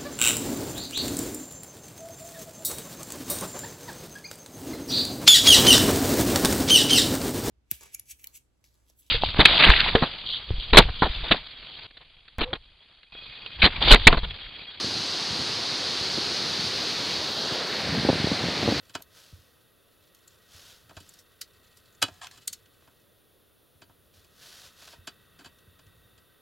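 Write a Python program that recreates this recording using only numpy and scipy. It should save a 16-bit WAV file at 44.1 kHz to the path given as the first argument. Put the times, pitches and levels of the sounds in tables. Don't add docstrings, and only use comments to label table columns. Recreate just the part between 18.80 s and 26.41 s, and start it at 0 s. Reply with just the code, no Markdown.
import sys
import numpy as np
from scipy import signal
from scipy.fft import rfft, irfft, next_fast_len
from scipy.io import wavfile

SR = 44100
rng = np.random.default_rng(int(sys.argv[2]) if len(sys.argv) > 2 else 0)


def transcribe(signal):
    frames = np.atleast_2d(signal).T
    limited = np.clip(frames, -1, 1)
    pcm = np.round(limited * 32767).astype(np.int16)
    wavfile.write(sys.argv[1], SR, pcm)


N = 335601
TIME = np.arange(N) / SR
TOUCH_TIME = np.arange(-SR // 50, SR // 5) / SR


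def from_db(db):
    return 10 ** (np.asarray(db) / 20)

def rms_one(x):
    return x / np.sqrt(np.mean(x ** 2) + 1e-20)

def level(rows):
    return from_db(np.interp(TIME, *np.transpose(rows)))

def coloured(x, points):
    hz, db = np.transpose(points)
    size = next_fast_len(N)
    bins_hz = np.maximum(np.arange(size // 2 + 1) * SR / size, 1)
    gain = from_db(np.interp(np.log(bins_hz), np.log(hz), db))
    return irfft(rfft(x, size) * gain, size)[:N]

def band(x, low_hz, high_hz, order=3):
    sos = signal.butter(order, [low_hz, min(high_hz, .48 * SR)], "band", fs=SR, output="sos")
    return signal.sosfilt(sos, x + 1e-18)

def resonate(x, tones):
    out = 0
    for k, (hz, width, db) in enumerate(tones):
        r = np.exp(-np.pi * width / SR)
        poles = [1, -2 * r * np.cos(2 * np.pi * hz / SR), r * r]
        ring = signal.lfilter([1, 0, -1], poles, x + 1e-18)
        out = out + (-1) ** k * from_db(db) * (1 - r * r) / 2 * ring
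    return out

def add(track, sound, start_s):
    at = max(round(start_s * SR), 0)
    track[at:at + len(sound)] += sound[:N - at]

def grains(count, spread_db):
    noise = rng.standard_normal(count)
    sizes = from_db(spread_db * np.clip(rng.standard_normal(count), -2, 2))
    return rms_one(noise * sizes)

def stroke(start_s, held_s, db, rise_s, fall_s):
    away = np.maximum(start_s - TIME, 0) / rise_s + np.maximum(TIME - start_s - held_s, 0) / fall_s
    return from_db(db - 20 * np.minimum(away, 10))

def contact(chatter_s, graze_s, snap, spread_db):
    swell = np.exp(-np.abs(TOUCH_TIME) / np.where(TOUCH_TIME < 0, graze_s, chatter_s))
    swell = swell * (TOUCH_TIME > -2.5 * graze_s)
    force = grains(len(swell), spread_db) * swell
    spectrum = rfft(force / np.linalg.norm(force) + snap * (TOUCH_TIME == 0))
    evened = spectrum / np.hypot(np.abs(spectrum), .7)
    return irfft(evened, len(swell)) * swell ** 0.067

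def tilted(colour_db, hardness, pivot_hz, edges):
    centres = np.sqrt(np.multiply(edges[:-1], edges[1:]))
    return np.array(colour_db) + hardness * np.log2(centres / pivot_hz)

def voiced(ring, levels_db, edges):
    early = (TOUCH_TIME > -.004) & (TOUCH_TIME < .02)
    parts = [band(ring, low, high) for low, high in zip(edges, edges[1:])]
    return sum(from_db(db) * part / np.std(part[early]) for db, part in zip(levels_db, parts))


# f/Hz, level/dB
HISS_COLOUR = [(150, -6.5), (300, 1.5), (480, 4.5), (650, -1), (850, -9), (1400, -6.5), (2200, -14),
               (3500, -6), (5000, -15), (8700, -21), (9300, -9.5), (15500, -10)]

def hiss():
    return from_db(-64.5) * rms_one(coloured(rng.standard_normal(N), HISS_COLOUR))

# f/Hz, width/Hz, level/dB
WHIRR_TONES = [(1104, 200, -8), (1295, 94, -2), (1534, 67, -2.5), (1905, 48, 1), (2650, 60, -2.5),
               (3100, 600, -14), (3660, 200, -3), (4650, 65, -12)]
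# t/s, relative level/dB
WHIRR_LEVELS = [(0.0, -75), (0.99, -80.5), (1.61, -76.5), (3.43, -76.5), (3.87, -78.5), (4.95, -89),
                (5.61, -78), (5.82, -72), (7.6, -77.5)]

def whirr(gain_db=8):
    return from_db(gain_db) * level(WHIRR_LEVELS) * rms_one(resonate(rng.standard_normal(N), WHIRR_TONES))

# t/s, relative level/dB
RUMBLE_LEVELS = [(0.0, -70.5), (1.25, -73.5), (2.16, -66.5), (2.41, -72), (3.51, -67.5), (4.78, -76),
                 (5.14, -70), (7.22, -66), (7.6, -75)]
# f/Hz, level/dB
RUMBLE_COLOUR = [(20, -15.5), (45, -5), (95, 1.5), (140, -4.5), (220, -9.5), (400, -34)]

def rumble(gain_db=2):
    noise = rms_one(coloured(rng.standard_normal(N), RUMBLE_COLOUR))
    return from_db(gain_db) * level(RUMBLE_LEVELS) * noise

# f/Hz, width/Hz, level/dB
CASE_TONES = [(96, 22, -1.5), (275, 89, -1.5), (410, 110, -5), (653, 60, 1), (944, 55, -1.5),
              (1058, 62, -2.5), (1353, 95, 0.5), (1546, 65, 4), (1760, 99, -6.5), (2400, 29, -11),
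              (2582, 110, -5), (2960, 60, 2), (3340, 170, -6), (3930, 56, -1), (3980, 100, -1.5),
              (4605, 65, -1.5), (4904, 140, -8.5), (5730, 130, -12.5), (6440, 90, -16), (6745, 70, -10.5),
              (7200, 90, -9), (7540, 60, -6)]

def case(force, crack_db):
    crack = band(force, 1400, 9500, order=2)
    return resonate(force, CASE_TONES) + from_db(crack_db) * crack

# f/Hz, width/Hz, level/dB
CARD_TONES = [(1460, 150, 0), (1960, 200, 1.5), (3100, 220, -10), (3700, 200, -2), (4150, 130, -2.5),
              (4430, 130, 3.5), (5400, 160, -8.5), (6270, 230, 1), (6890, 90, -2.5), (8250, 330, -4),
              (9460, 200, -8), (12600, 900, -6.5)]

def card(force):
    return resonate(force, CARD_TONES)

# t/s, hold/s, level/dB
RUBS = [(0.01, 0.13, -68), (1.45, 0.24, -68.5), (2.869, .05, -70), (3.5, .35, -68.5), (5.5, 1, -77),
        (7.3, .3, -89)]

def finger_rustle(touches_per_s=220):
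    touches = (rng.random(N) < touches_per_s / SR) * rng.uniform(.3, 1, N)
    bursts = signal.lfilter([1], [1, -np.exp(-1 / (0.0054 * SR))], touches + 1e-18)
    slips = bursts * rng.standard_normal(N)
    rustle = case(slips, crack_db=-11.5) + from_db(-4) * card(slips)
    effort = sum(stroke(*rub, rise_s=.9, fall_s=.7) for rub in RUBS)
    return effort * rms_one(band(rustle, 2000, 10000, order=1))

BAND_EDGES = [60, 350, 1100, 2500, 7500, 15500]
# f/Hz, width/Hz, level/dB
SLOT_TONES = [(1570, 110, -2), (3100, 130, -5), (4600, 81, -3.5)]
# f/Hz, width/Hz, level/dB
SHELL_TONE = [(684, 55, 1.5)]
# t/s, level/dB, hardness/(dB per octave), thud level/dB, chatter/s
KNOCKS = [ (0.096, -60, 2.5, -67, 0.011), (0.152, -39, -1, -44.5, 0.0054), (0.193, -69, -1.5, -61, 0.0069),
          (0.204, -65, -4, -77, 0.0061), (2.094, -61, -1.5, -62, 0.0097), (2.108, -63.5, -5.5, -64, 0.0048),
          (2.169, -51.5, -1.5, -58, 0.007), (2.204, -63.5, 5.5, -59, 0.0085),
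          (3.2203, -36.5, 0.7, -49, 0.0019), (3.2264, -26.5, 2.5, -48, 0.0039),
          (3.2388, -41.5, 2.5, -41, 0.0023), (3.284, -53, -3.2, -54, 0.0049), (3.576, -61, 3.5, -68, 0.009),
          (4.022, -74.5, -3.5, -78, 0.0026), (4.075, -67.5, -3.5, -66, 0.0082),
          (5.019, -58, -.5, -61, 0.012), (5.096, -72.5, -5.5, -69, .009), (5.115, -83, 1, -77, .004),
          (5.446, -71, 4, -77, 0.0036), (6.022, -60, -0.5, -66, 0.0084), (6.0757, -57.5, 0, -75, 0.0047),
          (6.128, -58, -2, -85, 0.036), (6.274, -44.5, 1.5, -54, 0.0091), (6.59, -58.5, 0, -59, 0.072),
          (6.646, -55, 0.3, -66, 0.017), (6.659, -55.5, 0, -57, 0.013), (6.992, -65.5, -0.2, -74, 0.0047),
          (7.379, -69.5, 3.5, -75.5, .0086)]

def knocks(hand_damping_s=0.032, slot_db=1, heavy_db=-34):
    out = np.zeros(N)
    damping = np.exp(-np.maximum(TOUCH_TIME - .01, 0) / hand_damping_s)
    colour_db = [-2, 1.3, 1.5, -10]
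    for s, db, hardness, thud_db, chatter_s in KNOCKS:
        force = contact(chatter_s, graze_s=.0018, snap=0.12, spread_db=10.5)
        rattle = np.clip((chatter_s - .0055) / 0.0074, 0, 1)
        slot = from_db(slot_db) * rattle * resonate(force, SLOT_TONES)
        shell = from_db(db - heavy_db) * resonate(force, SHELL_TONE)
        ring = (case(force, crack_db=-13) - slot - shell) * damping
        levels_db = db + tilted(colour_db, hardness, pivot_hz=2480, edges=BAND_EDGES[1:])
        add(out, voiced(ring, [thud_db, *levels_db], BAND_EDGES), s + TOUCH_TIME[0])
    return out

# f/Hz, width/Hz, level/dB
RASP_TONES = [(722, 35, 4.5), (1095, 170, 0), (1314, 26, 4.5), (1680, 56, 2)]
# t/s, hold/s, level/dB, pressure (0 to 1)
SCRAPES = [(0.142, 0.007, -49.5, 0.25), (2.26, 0.12, -76, .05), (3.25, .035, -52.5, 0.5),
           (3.32, 0.072, -61, 0.6), (3.417, 0.031, -42, 0.78), (3.515, 0.049, -55.5, 0.46),
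           (3.611, 0.022, -62.5, 0)]

def scrapes(slips_per_s=5000):
    slips = grains(N, spread_db=1) * (rng.random(N) < slips_per_s / SR)
    light = rms_one(band(case(slips, crack_db=-9.5), 2500, 9200, order=2))
    rasp = rms_one(resonate(slips, RASP_TONES))
    out = 0
    for s, held_s, db, pressure in SCRAPES:
        blend = (1 - 0.54 * pressure) * light + 0.92 * pressure * rasp
        out = out + stroke(s, held_s, db, rise_s=.005, fall_s=0.036) * blend
    return out

# t/s, level/dB, hardness/(dB per octave), ring f/Hz, chatter/s
TICKS = [ (0.222, -56, 4, 12100, .0036), (1.348, -65, 1.5, 12400, 0.0044), (1.479, -60, 2, 7240, .0035),
         (2.292, -59.5, 3.5, 7240, .0036), (2.339, -60.5, -0.5, 5510, 0.006),
         (2.39, -58.5, -1, 5600, 0.016), (2.6144, -40, -2, 4600, 0.0058), (2.972, -62.5, 1, 4860, 0.0091),
         (3.125, -72, -2, 6900, .008), (3.15, -67, -3, 7100, .006), (3.341, -68, -2, 6550, .004),
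         (3.4703, -48.5, -8, 3000, .0018), (3.512, -57, -6, 4100, .007), (3.6784, -34.5, 1.5, 8340, 0.0028),
         (3.7302, -42.5, 0, 6340, 0.0067), (3.86, -66, -7, 3100, .0053), (6.787, -68.5, -3, 3520, .0036),
         (7.067, -69.5, -5, 3100, .0036)]

def ticks(ring_width_hz=700):
    out = np.zeros(N)
    colour_db = [-14.5, 0.2, -0.5]
    for s, db, hardness, ring_hz, chatter_s in TICKS:
        force = contact(chatter_s, graze_s=0.0019, snap=0.4, spread_db=1)
        small_part = resonate(force, [(ring_hz, ring_width_hz, 2)])
        ring = card(force) + small_part + from_db(-14) * force
        levels_db = db + tilted(colour_db, hardness, pivot_hz=4300, edges=BAND_EDGES[2:])
        add(out, voiced(ring, levels_db, BAND_EDGES[2:]), s + TOUCH_TIME[0])
    return out

# f/Hz, level/dB
SLIDE_COLOUR = [(200, -18.5), (600, -5.5), (800, -11), (1200, -9.5), (1520, -3), (2150, -10.5),
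                (3200, -2.5), (4400, -2.5), (6500, -6.5), (8700, -13.5), (10000, -11), (15500, -18.5)]
# t/s, hold/s, relative level/dB, rise/s, fall/s
SLIDES = [(0.37, 0.014, -55.5, 0.073, .38), (1.743, 0.17, -55, 0.096, 0.17),
          (2.17, .22, -63.5, 0.071, 0.037), (5.34, 0.045, -64.5, 0.015, 0.13),
          (5.63, .24, -53.5, 0.11, 0.066), (6.005, 0.12, -55.5, 0.09, 0.054)]

def slides(flutter_db=1, gain_db=2):
    friction = coloured(grains(N, spread_db=6), SLIDE_COLOUR)
    flutter = from_db(flutter_db * rms_one(band(rng.standard_normal(N), 30, 107, order=2)))
    movement = sum(stroke(*move) for move in SLIDES)
    return from_db(gain_db) * movement * rms_one(friction * flutter)

# f/Hz, width/Hz, level/dB
TABLE_TONES = [(60, 55, -6.5), (87, 18.6, 3), (134, 53, -12.5)]
# t/s, peak level/dB
BUMPS = [(0.527, -39), (0.586, -51.5), (1.743, -48.5), (2.165, -42.5), (3.229, -41), (3.31, -49),
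         (4.95, -57), (5.368, -55), (6.183, -45.5), (6.872, -49), (7.064, -49), (7.166, -58)]

def table_bumps():
    out = np.zeros(N)
    push = band(1.0 * (TOUCH_TIME == 0), 30, 220, order=1)
    thud = resonate(push, TABLE_TONES)
    for s, db in BUMPS:
        add(out, from_db(db) * thud / np.abs(thud).max(), s + TOUCH_TIME[0])
    return out

def room(x, first_echo_s=0.0066, low_fade_s=0.11, high_fade_s=0.086):
    t = np.arange(SR // 2) / SR
    echoes = rng.standard_normal(len(t)) * (t > first_echo_s)
    lows = band(echoes, 58, 4300, order=1) * from_db(-60 * t / low_fade_s)
    highs = 0.13 * band(echoes, 5500, 15080, order=1) * from_db(-60 * t / high_fade_s)
    tail = lows + highs
    return signal.fftconvolve(x, tail / np.linalg.norm(tail))[:N]

# f/Hz, level/dB
STEREO_WIDTH = [(60, -19), (200, -13), (400, -16), (1300, -16), (2400, -13), (4400, -14.5), (8000, -15),
                (15000, -20)]

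def table_echoes(x, length_s=.012):
    scatter = rfft(rng.standard_normal(int(length_s * SR) // 2 * 2))
    echoes = irfft(scatter / np.abs(scatter))
    return coloured(signal.fftconvolve(x, echoes)[:N], STEREO_WIDTH)

def scene():
    contacts = knocks() + ticks() + table_bumps() + scrapes()
    work = contacts + slides() + finger_rustle()
    mid = work + from_db(-16) * room(work) + hiss() + whirr() + rumble()
    echoes = table_echoes(contacts)
    room_noise = from_db(-70.5) * rms_one(band(rng.standard_normal(N), 55, 557, order=2))
    side = echoes + room_noise
    return np.array([mid + side, mid - side])

def record(dry):
    return signal.sosfilt(signal.ellip(12, .1, 80, 15900, fs=SR, output="sos"), dry)


dry = scene()
out = record(dry)
transcribe(out)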